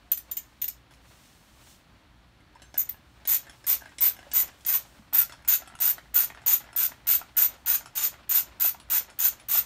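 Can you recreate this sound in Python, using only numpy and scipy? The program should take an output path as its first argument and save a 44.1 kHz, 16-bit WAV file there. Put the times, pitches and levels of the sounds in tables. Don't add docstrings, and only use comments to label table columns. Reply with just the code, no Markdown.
import sys
import numpy as np
from scipy import signal
from scipy.fft import rfft, irfft
from scipy.io import wavfile
from scipy.ndimage import uniform_filter1d

SR = 44100
rng = np.random.default_rng(int(sys.argv[2]) if len(sys.argv) > 2 else 0)


def boost(x):
    u = np.asarray(x, float) / 20
    return 10 ** u


def master(y):
    cut = np.clip(np.atleast_2d(y).T, -1, 1)
    pcm = np.round(cut * 32767)
    wavfile.write(sys.argv[1], SR, pcm.astype(np.int16))


N = 425565

# (frequency [Hz], level [dB per Hz])
HUM = [(15, -51), (25, -18), (43, -6), (59, 4.5), (86, -6.5), (123, -2), (146, -8), (194, -9), (300, -12),
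       (390, -41), (660, -120)]
AIR = [(180, -23.5), (300, -3.5), (430, -10), (800, -9.5), (1400, -10), (2400, -14.5), (4400, -16),
       (5000, -23.5), (8000, -29.5), (10500, -31.5), (15700, -34.5), (16000, -72.5)]
HUM_DB, AIR_DB = -59.5, -63.5
DRONE_HZ, DRONE_DB = 58.5, -65

# (delay [s], level [dB])
ECHOES = [(.0037, -8.5), (.0065, -13.5), (0.0097, -18.5), (0.0146, -14.5)]
# (frequency [Hz], tail level [dB], time to fade by 60 dB [s])
GARAGE = [(500, -14, 0.058), (1490, -6.5, 0.17), (3000, -5, 0.17), (6100, -4.5, 0.19), (9600, -4, 0.14),
          (12000, -5.5, 0.14), (14200, -11, 0.13)]
ECHO_SPREAD = 0.3

# (frequency [Hz], level [dB])
CLOTH = [(1500, -14), (3000, -1.5), (6000, -1.5), (9000, -3), (10500, -9), (13000, -6), (15700, -7),
         (16000, -40)]
THREAD = [(200, -7.5), (450, -1), (900, -0.5), (1400, -2.5), (2500, -5), (5000, -12), (9000, -44)]
# (time [s], level [dB])
HANDS = [(0.0, -79), (0.32, -68.5), (0.8, -75.5), (0.89, -92), (0.92, -68), (1.0, -74), (1.09, -61),
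         (1.25, -64.5), (1.48, -67.5), (1.68, -58), (1.77, -66), (1.86, -74), (2.05, -84), (2.4, -95),
         (2.83, -62), (3.03, -74), (4.98, -65), (5.2, -88)]
RUB_DB, RUB_FOLLOWS_HANDS = -67, 0.21
DRAG_CLOTH_DB, DRAG_THREAD_DB, DRAG_RISE_S, DRAG_EASE_DB_PER_S = -65.5, -56, 0.1, 41
SLIPS_PER_TURN, SLIP_SPAN_S, SLIP_DB, SLIP_SCATTER_DB = 7, 0.2, -47, 2

# (time [s], energy [dB])
RATTLES = [(2.9429, -22), (2.9694, -33), (3.0243, -35), (3.0604, -34), (3.2223, -33.5), (3.4728, -23),
           (3.6085, -38), (3.8359, -26), (3.8719, -26), (3.9193, -26), (3.9338, -25), (3.9604, -35.5),
           (4.2519, -30), (4.2646, -30.5), (4.5555, -32.5), (4.5861, -27.5), (4.8351, -26.5), (4.9092, -35),
           (4.9477, -33), (4.9672, -32.5), (5.0206, -29), (5.0464, -36.5), (5.2659, -27.5), (5.3074, -29),
           (5.3917, -25), (5.628, -30), (5.6986, -21), (5.7378, -21), (6.0611, -32.5), (6.32, -18),
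           (6.3866, -26), (6.4076, -28), (6.6094, -22), (6.639, -20), (6.6883, -19), (6.7061, -28),
           (6.7515, -16), (6.8896, -20), (6.9607, -38), (6.9941, -37), (7.5579, -31), (7.8274, -23),
           (7.871, -22), (7.9165, -36), (8.2188, -35), (8.2767, -30), (8.4431, -26), (8.4768, -32),
           (8.5194, -42), (8.7852, -30), (8.8339, -43), (8.8749, -33), (9.0798, -25), (9.3361, -29),
           (9.4688, -35),
           (2.555, -32), (2.565, -26), (2.639, -25), (2.753, -20), (2.768, -19), (3.644, -23), (3.809, -26),
        (3.82, -17), (4.004, -15), (5.296, -13), (5.39, -26), (3.858, -20), (3.893, -27), (4.076, -16.5),
        (4.106, -18), (4.193, -22), (4.307, -27), (4.331, -15), (4.488, -25), (5.335, -20.5), (5.352, -31),
        (5.402, -30), (5.474, -13.5), (5.544, -14), (5.657, -22), (5.722, -23), (5.801, -14), (6.138, -15),
        (6.153, -17.5), (6.235, -16.5), (6.46, -14.5), (6.91, -25), (7.06, -22.5), (7.36, -19.5),
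        (7.584, -30.5), (7.597, -37), (7.648, -24), (7.808, -22), (7.948, -28), (7.991, -16), (8.591, -30),
        (8.646, -9.5), (8.746, -24), (8.929, -13.5), (9.106, -25), (9.116, -31), (9.18, -27), (9.552, -12),
        (0.1165, -24.5)]
RATTLE_DB = -4.5

# (time [s], thud energy [dB], tick energy [dB], tick pitch [Hz])
SEATING = [
    (0.908, -28, -34, 3370),
    (0.936, -44.0, -32, 3480),
    (1.254, -33, -33, 3700),
    (1.7106, -33.5, -50, 5140),
    (2.4033, -29, -46, 2900),
    (2.551, -37, -38.5, 8550),
    (2.597, -27, -53, 3000),
    (2.6188, -19, -24, 4040),
    (2.6265, -33, -36, 12200),
    (2.7411, -15.5, -20, 6300),
]
# (time [s], thud [dB], tick [dB], tick pitch [Hz])
TURN_BACK = [(3.2517, -16.5, -15, 3470), (3.641, -22.5, -28, 3700), (3.983, -18.5, -9.5, 7500),
             (4.3145, -17, -13, 7600), (4.607, -37, -31, 3417), (4.6487, -25, -14.5, 7600),
             (5.1264, -16, -25.5, 12300), (5.4477, -27, -24.5, 4400), (5.7514, -23.5, -23.5, 9900),
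             (5.7882, -26, -22.5, 8000), (6.4167, -23, -33, 5300), (6.4363, -23.5, -51, 3800),
             (6.7284, -21, -25.5, 9900), (7.3491, -30, -46, 2890), (8.5834, -39, -50, 3930),
             (8.8862, -26, -44, 2795)]
# (time [s], thud [dB], tick [dB], tick pitch [Hz])
BITES = [(3.4295, -19, -36, 3420), (3.815, -20, -33, 6100), (4.1646, -21.5, -26, 2820),
         (4.478, -30, -22, 5670), (5.2944, -14, -21, 2750), (5.619, -19.5, -38, 6640),
         (5.9803, -10.5, -28, 2913), (6.3005, -13.5, -31, 2800), (6.603, -18, -33, 7260),
         (6.917, -15, -39, 2926), (7.213, -16, -29, 8100), (7.5384, -31, -25, 12200),
         (7.8076, -21, -30, 7290), (8.139, -19.5, -37, 3704), (8.7447, -20.5, -60, 2799),
         (9.0442, -30, -39.0, 5806)]
# (time [s], thud [dB], tick [dB], tick pitch [Hz])
ROCKING = [(3.467, -24.5, -31, 3700), (3.495, -18, -22.5, 3000), (3.528, -25.5, -43, 5300),
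           (3.8558, -17, -31, 3930), (3.8922, -33, -33, 5300), (4.1891, -16.5, -28, 3399),
           (4.2272, -20, -47, 2800), (4.515, -22, -38, 4005), (5.3214, -20, -20, 3397),
           (5.422, -31, -35, 5300), (5.6573, -25, -33.5, 4020), (5.674, -16, -20.5, 9900),
           (6.3465, -20.5, -30.5, 9900), (6.3723, -20, -46, 2800), (7.5831, -40, -47, 3000),
           (7.8575, -18.5, -20, 5300), (6.641, -27, -34, 3000), (7.29, -36, -46, 3000),
           (6.055, -30, -47, 3000), (8.7992, -27.0, -24, 9900), (9.0988, -28, -24.5, 9900),
           (9.3972, -35, -24, 9900)]
# (time [s], energy [dB], pitch [Hz], 60 dB fade
# [s])
THUMPS = [(0.37, -27.5, 1786, 0.61), (2.556, -22, 924, .04), (0.05, -30, 716, .9), (0.62, -33, 714, .9),
          (2.62, -33, 6300, .25), (2.626, -31, 7400, 0.049), (2.742, -22, 590, 0.042),
          (2.938, -23, 110, .05), (4.268, -18.5, 554, 0.06), (3.885, -29, 1904, .08),
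          (4.235, -30, 1900, .06), (4.485, -32, 282.2, .05), (4.995, -20.5, 210, 0.074),
          (5.748, -21, 99.5, 0.054), (6.905, -26.5, 269, 0.057)]

# (frequency [Hz], level [dB], time to fade by 60 dB [s])
SOCKET = [(3880, -5.5, .03), (5300, -6, 0.06), (7400, -9.5, 0.03), (9900, -13, 0.06)]
HOLLOW = [(289, -1.6, 0.024), (546, 0, .02), (770, -1.4, 0.013)]
PART_HELD = [(713, -5.5, 0.018), (937, -4.5, 0.033), (1175, -7.5, 0.016), (1600, 3.5, 0.039),
             (1810, 1, 0.025), (2094, 0, 0.02), (2445, -2.5, 0.02)]
PART = [(703, -2.5, 0.015), (930, 2, 0.064), (1152, 1, 0.015), (1399, 3.5, 0.03), (1627, -6, 0.025),
        (1874, -12, 0.03), (2402, -9.5, 0.02), (2670, -7.5, 0.013)]
FRAME = [(3800, -2.5, 0.022), (4600, -19, .03), (9050, -0.5, 0.024), (9280, -0.5, .03),
         (10880, -9.5, 0.039), (11600, -5, .02), (12120, 6.5, 0.017)]
HEAD = [(6300, -6.5, 0.035), (6640, -3.5, 0.03), (6804, -2.5, 0.03), (6965, 3, 0.02), (7175, -1, 0.022),
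        (6020, -11.5, 0.023)]
PAWL = [(13816, 2.5, 0.0091), (13200, -9, 0.005), (12250, -9, 0.0079)]
PAWL_UPPER = [(14120, -1, 0.011), (14200, -1, 0.0098), (14470, -14, 0.0067), (15450, -10.5, 0.0039)]
# (frequency [Hz], level [dB])
CRACK = [(500, -11), (1000, -0.5), (2000, 3), (4000, -1.5), (5400, -3.5), (8000, -3.5), (12000, -3.5),
         (15500, -17.5), (17000, -40.5)]
PAWL_BAND = [(11000, -11.5), (12800, -3.5), (13700, 1), (14300, 2.4), (15000, 0), (15600, -4.5),
             (16200, -22.5)]
REGRIP_S, REGRIP_DB, HELD_DB = 5.0, 2, -2.5

# (time [s], pawl [dB], head [dB], frame [dB], part [dB])
TEETH = [(0.1162, 9.5, -11.5, -11.5, -13), (0.1267, -1, -24, -37, -37), (0.1724, -6.5, -20.5, -19.5, -30),
         (0.3123, 1, -15, -19, -21), (0.3678, 2, -14, -16, -19), (0.6156, 1.5, -14, -17, -27),
         (0.6404, 0, -19, -19, -32), (0.679, 1.5, -15, -17, -23), (2.7762, 5.5, -9, -19, -19),
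         (2.79, 5.5, -9.5, -35, -19), (2.8008, 1, -14, -19.5, -19), (2.8138, 0, -18, -22.5, -25),
         (2.8904, -1.5, -43, -22, -20.5)]
# (start [s], length [s], tilt to the pawl's upper tones [dB], head [dB], part [dB])
STROKES = [(3.273, 0.095, -3, -34.5, -38), (3.666, 0.088, -2, -35.5, -38), (4.006, 0.092, -1, -41, -38.5),
           (4.334, 0.09, 2, -31.5, -37.5), (4.662, 0.11, 0.5, -39, -37), (5.131, .1, -2, -42, -39),
           (5.476, 0.087, 3.5, -29, -40), (5.801, 0.11, -1, -35, -40), (6.1415, 0.108, 3, -35, -39.5),
           (6.461, .1, 0.5, -30, -39.5), (6.761, 0.1, -3, -38.5, -41.5), (7.0692, 0.097, 0.5, -35, -42.5),
           (7.367, 0.095, -4, -31.5, -41), (7.659, .108, 3, -34.5, -40), (7.952, 0.12, -1.5, -33.5, -42),
           (8.292, .11, -4, -31.5, -40), (8.598, 0.096, -1, -34.5, -42), (8.899, 0.098, 0.5, -34, -40.5),
           (9.188, 0.098, -0.5, -30, -40.5), (9.484, 0.12, -0.5, -38.5, -42.5)]
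# (time [s], level [dB])
PRESSURE = [
    [(3.277, -25), (3.345, -19), (3.367, -26)],
    [(3.671, -27), (3.695, -22), (3.743, -21.5), (3.753, -27)],
    [(4.01, -25), (4.026, -18), (4.074, -19), (4.099, -29.5)],
    [(4.339, -25.5), (4.357, -17.5), (4.405, -21), (4.424, -26)],
    [(4.666, -27.5), (4.704, -19), (4.722, -29), (4.756, -15.5), (4.772, -26)],
    [(5.135, -21.5), (5.145, -21.5), (5.171, -25), (5.189, -18.5), (5.227, -26), (5.231, -21)],
    [(5.48, -23.5), (5.486, -16.5), (5.542, -18.5), (5.561, -28)],
    [(5.807, -31), (5.811, -24), (5.883, -19.5), (5.889, -35), (5.897, -21.5), (5.913, -22.5)],
    [(6.146, -24), (6.164, -17), (6.242, -24.5)],
    [(6.466, -18), (6.506, -22), (6.526, -18), (6.534, -17.5), (6.562, -24.5)],
    [(6.765, -24.5), (6.805, -22.5), (6.861, -21.5)],
    [(7.073, -26), (7.085, -21), (7.137, -18), (7.164, -23.5)],
    [(7.37, -18), (7.38, -14), (7.406, -27), (7.416, -18), (7.461, -23)],
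    [(7.663, -30), (7.703, -19), (7.727, -23), (7.743, -18.5), (7.767, -29)],
    [(7.957, -33.5), (7.977, -26), (7.995, -34), (8.053, -23), (8.078, -26)],
    [(8.297, -22), (8.325, -20), (8.337, -30), (8.361, -15.5), (8.371, -19), (8.403, -23)],
    [(8.603, -28.5), (8.619, -20.5), (8.694, -20)],
    [(8.904, -25), (8.906, -25), (8.948, -21), (8.958, -19.5), (8.997, -28)],
    [(9.191, -28), (9.197, -22), (9.227, -26.5), (9.247, -16), (9.259, -11), (9.269, -22.5), (9.287, -14)],
    [(9.49, -32), (9.518, -25), (9.576, -20.5), (9.584, -19), (9.604, -28)],
]
# drop at stroke start [dB], drop at its end [dB],
# share of the pressure changes
START_DB = [-0.8, -3.5, -3, -4.5]
END_DB = [-3.5, -15, -7.5, -12]
PRESSURE_SHARE = [0.85, 0.34, 0.4, 0.28]
TEETH_HZ = 230
ATTACK_S, RELEASE_S = 0.018, 0.028
PAWL_LEADS_S, FRAME_DB, FOLLOWS_PAWL = 0.0046, -38, 0.16
SECOND_SWELL_S, SECOND_SWELL_DB, TILT_SCATTER_DB = 0.0037, -0.5, 0.5

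# (frequency [Hz], level [dB])
MICROPHONE = [(380, 0), (450, -4), (540, 0.5), (4600, 0), (4880, -3), (5150, 1), (15500, 0), (16000, -11)]
LIMIT_DB, TOP_HZ, STARVED_HZ, EDGE_HZ = -10, 16550, 14900, 14500
STARVED_DB, RECOVER_S = -34, 0.03


def colour(x, points):
    hz, db = np.transpose(points)
    f = np.maximum(np.fft.rfftfreq(len(x), 1 / SR), 1)
    gain = boost(np.interp(np.log(f), np.log(hz), db))
    return irfft(rfft(x) * gain, len(x))


def unit(x):
    return x / np.sqrt(np.sum(x ** 2))


def noise(points, grain_db):
    grains = rng.standard_normal(N) * boost(grain_db * np.minimum(rng.exponential(size=N), 5))
    return unit(colour(grains, points)) * np.sqrt(N)


def walk(rate):
    k = int(SR / rate)
    steps = np.repeat(rng.standard_normal(N // k + 1), k)
    return 1.35 * uniform_filter1d(uniform_filter1d(steps, k), k)[:N]


def ring(modes, size=3000, longest=0.035):
    t = np.arange(size) / SR
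    hz, db, t60 = np.transpose(modes)[:, :, None]
    t60 = np.minimum(t60, longest)
    sign = (-1) ** np.arange(len(hz))[:, None]
    fade = 1000 ** (-t / t60) / np.sqrt(t60)
    return unit(np.sum(sign * boost(db) * np.sin(2 * np.pi * hz * t) * fade, axis=0))


def crack(low_hz, high_hz):
    spike = np.zeros(1024)
    spike[64] = 1
    sos = signal.butter(2, [low_hz, high_hz], "bandpass", fs=SR, output="sos")
    return unit(signal.sosfilt(sos, colour(spike, CRACK)))


def blows(s, db, shape, same):
    chatter = rng.standard_normal((len(s) + 1, len(shape)))
    chatter = unit(shape) * (np.sqrt(same) * chatter[0] + np.sqrt(1 - same) * chatter[1:])
    at = (np.asarray(s) * SR).astype(int)[:, None] + np.arange(len(shape))
    return [np.bincount(at.ravel(), (boost(d)[:, None] * chatter).ravel(), N + SR)[:N] for d in db]


def struck(force, response):
    return signal.oaconvolve(force, response)[:N]


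def pings(s, db, hz, t60):
    out = np.zeros(N + SR)
    for at, d, f, fade in np.broadcast((s * SR).astype(int), db, hz, t60):
        out[at:at + 9000] += boost(d) * ring([(f, 0, fade)], size=9000, longest=1)
    return out[:N]


def part_ring(force, longest):
    held = np.arange(N) / SR < REGRIP_S
    return (struck(force * held, boost(HELD_DB) * ring(PART_HELD, longest=longest))
            + struck(force * ~held, ring(PART, longest=longest)))


def hum():
    turns = np.cumsum(DRONE_HZ + 0.84 * walk(2.9)) / SR
    note = np.sin(2 * np.pi * turns) * boost(DRONE_DB + 1.5 * walk(5.2))
    rumble = noise(HUM, grain_db=0) * boost(HUM_DB + 0.38 * walk(1.6))
    return note + rumble + noise(AIR, grain_db=-0.5) * boost(AIR_DB)


def room():
    t = np.arange(SR // 2) / SR
    hz, db, t60 = np.transpose(GARAGE)
    response = np.zeros(len(t))
    response[0] = 1
    for s, echo_db in ECHOES:
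        delay_s = s * (1 + ECHO_SPREAD * rng.uniform(-1, 1))
        response[int(delay_s * SR)] += boost(echo_db)
    diffuse = rfft(rng.standard_normal(len(t)))
    f = np.log(np.fft.rfftfreq(len(t), 1 / SR) + 1)
    build_up = np.minimum(t / 0.0018, 1)
    for k in range(len(hz)):
        band = irfft(diffuse * np.interp(f, np.log(hz), np.arange(len(hz)) == k), len(t))
        response += boost(db[k]) / 10 * band * 1000 ** (-t / t60[k]) * build_up
    return response / np.sqrt(2.5)


def rustle():
    t = np.arange(N) / SR
    hands_db = np.interp(t, *np.transpose(HANDS))
    since = t - np.array([[start + length] for start, length, *_ in STROKES])
    rise = np.clip(since / DRAG_RISE_S + 1, 0, 1)
    ease = boost(-DRAG_EASE_DB_PER_S * np.maximum(since, 0))
    drag = np.max(rise * ease, axis=0)
    cloth = noise(CLOTH, grain_db=2) * boost(1.5 * walk(20))
    thread = noise(THREAD, grain_db=3) * boost(3.5 * walk(60))
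    rub_db = RUB_DB + RUB_FOLLOWS_HANDS * (hands_db + 73.5)
    return (cloth * np.hypot(boost(hands_db), drag * boost(DRAG_CLOTH_DB))
            + thread * np.hypot(boost(rub_db), drag * boost(DRAG_THREAD_DB)))


def slips():
    ends = np.array([[start + length] for start, length, *_ in STROKES[:-1]])
    chance = rng.random((len(ends), SLIPS_PER_TURN, 2))
    s = ends + SLIP_SPAN_S * chance[..., 0]
    db = SLIP_DB - SLIP_SCATTER_DB * np.log(0.08 + 1.04 * chance[..., 1])
    return s.ravel(), db.ravel()


def rattles():
    s, db = np.transpose(RATTLES)
    db = db + RATTLE_DB
    shape = np.exp(-np.arange(200) / SR / 0.0015)
    jolt, = blows(s, [db], shape, same=0)
    jolt = jolt + np.bincount((s * SR).astype(int), boost(db), N)
    return (boost(0.5) * part_ring(jolt, longest=0.022)
            + struck(jolt, boost(-3.5) * crack(300, 2000))
            + struck(jolt, boost(-12.0) * ring(HOLLOW)))


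def knocks():
    s, thud_db, tick_db, tick_hz = np.transpose(SEATING + TURN_BACK + BITES + ROCKING)
    shape = np.exp(-np.arange(300) / SR / 0.002)
    thud, tick = blows(s, [thud_db, tick_db], shape, same=0)
    slip_s, slip_db = slips()
    thud = thud + blows(slip_s, [slip_db], shape, same=0)[0]
    dull = (boost(1.0) * part_ring(thud, longest=0.02)
            + struck(thud, boost(-12.0) * ring(HOLLOW))
            + struck(thud, boost(-3.0) * crack(210, 3000)))
    bright = (struck(tick, boost(-6.5) * ring(SOCKET, longest=0.11))
              + struck(tick, crack(1900, 9100))
              + pings(s, tick_db - 9.0, tick_hz, t60=0.025))
    return dull + bright + pings(*np.transpose(THUMPS))


def teeth():
    slow = np.array(TEETH) + [0, 0.3, -0.5, 7.0, 2.0]
    rows = [np.c_[slow, np.full(len(TEETH), -2.5)]]
    for (start, length, tilt_db, head_db, part_db), curve in zip(STROKES, PRESSURE):
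        t = np.arange(0, length, 1 / SR)
        hz = TEETH_HZ * (0.55 + 0.45 * np.sin(np.pi * t / length))
        chance = rng.standard_normal((40, 3))
        count = np.arange(int(hz.sum() / SR) + 1)
        uneven = count + 0.12 * chance[count, 0] * (count > 0)
        at = np.interp(uneven, np.cumsum(hz) / SR, t)
        pressure_db = np.interp(start + at + PAWL_LEADS_S, *np.transpose(curve))
        pawl_db = pressure_db.mean()
        frame_db = FRAME_DB + FOLLOWS_PAWL * (pawl_db + 22)
        db = (np.c_[[pawl_db, head_db, frame_db, part_db]]
              + np.outer(START_DB, np.maximum(1 - at / ATTACK_S, 0))
              + np.outer(END_DB, np.maximum(1 - (length - at) / RELEASE_S, 0))
              + np.outer(PRESSURE_SHARE, pressure_db - pawl_db))
        share = 10 * np.log10(SR / np.interp(at, t, hz)) + 1.23 * chance[count, 1]
        tilt = tilt_db + TILT_SCATTER_DB * chance[count, 2]
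        rows.append(np.vstack([start + at, db + share, tilt]).T + [0, -0.5, -3.0, 7.0, 3, -2.5])
    return np.concatenate(rows).T


def ratchet():
    s, pawl_db, *body_db, tilt_db = teeth()
    t = np.arange(400) / SR
    swell = np.where(t < 0.0022, 0.15 + (t / 0.0033) ** 2, np.exp(-(t - 0.0022) / 0.0003))
    swell = swell + boost(SECOND_SWELL_DB) * np.interp(t - SECOND_SWELL_S, t, swell, left=0)
    upper_db = pawl_db - 10 * np.log10(1 + boost(-2 * tilt_db))
    lower, upper = blows(s, [upper_db - tilt_db, upper_db], swell, same=0.2)
    jolt = np.exp(-t / 0.0057) + 0.5 * np.exp(-t / 0.0011)
    head, frame, part = blows(s, body_db, jolt, same=0.06)
    pawl_sound = colour(struck(lower, ring(PAWL)) - struck(upper, ring(PAWL_UPPER)), PAWL_BAND)
    frame_response = boost(-13.5) * ring(FRAME, size=1024, longest=0.012) + crack(2320, 16100)
    grip_db = REGRIP_DB * (np.arange(N) / SR > REGRIP_S) - 3.0
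    return (pawl_sound * boost(3.5)
            + struck(head, ring(HEAD, longest=0.027))
            + struck(frame, frame_response)
            + boost(-2.0) * part_ring(part, longest=0.042) * boost(grip_db)
            + struck(part, crack(420, 3260)))


def scene():
    tool = ratchet() + knocks() + rattles()
    place = np.arange(N) / SR * 5.3
    sound = np.zeros(N)
    for k in range(8):
        near = np.clip((place - k + 4) % 8 - 4, -1, 1)
        path = np.maximum(np.cos(np.pi * near / 2), 0)
        sound = sound + struck(tool * path, room())
    return (sound / np.sqrt(1.7) + rustle() + hum())[None]


def band_limit(x):
    return signal.sosfilt(signal.butter(12, 16640, fs=SR, output="sos"), x)


def record(dry):
    power = uniform_filter1d(dry ** 2, size=48)
    dry = dry / (1 + (power / boost(2 * LIMIT_DB)) ** 2) ** 0.125
    low_pass = signal.ellip(8, 0.2, 70, TOP_HZ, fs=SR, output="sos")
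    cut = signal.sosfilt(low_pass, colour(dry[0], MICROPHONE))
    top = colour(cut, [(STARVED_HZ - 100, -80), (STARVED_HZ + 100, 0)])
    edge = colour(cut, [(EDGE_HZ - 60, -80), (EDGE_HZ + 60, 0)]) - top
    top = top + edge * np.clip(0.7 + walk(12), 0, 1)
    keep = np.exp(-1 / (RECOVER_S * SR))
    loudness = signal.lfilter([1 - keep], [1, -keep], np.roll(cut, 450) ** 2)
    lost = 1 / (1 + (boost(2 * STARVED_DB) / (loudness + 1e-12)) ** 2)
    return band_limit((cut - 0.985 * lost * top)[None])


dry = scene()
out = record(dry)
master(out)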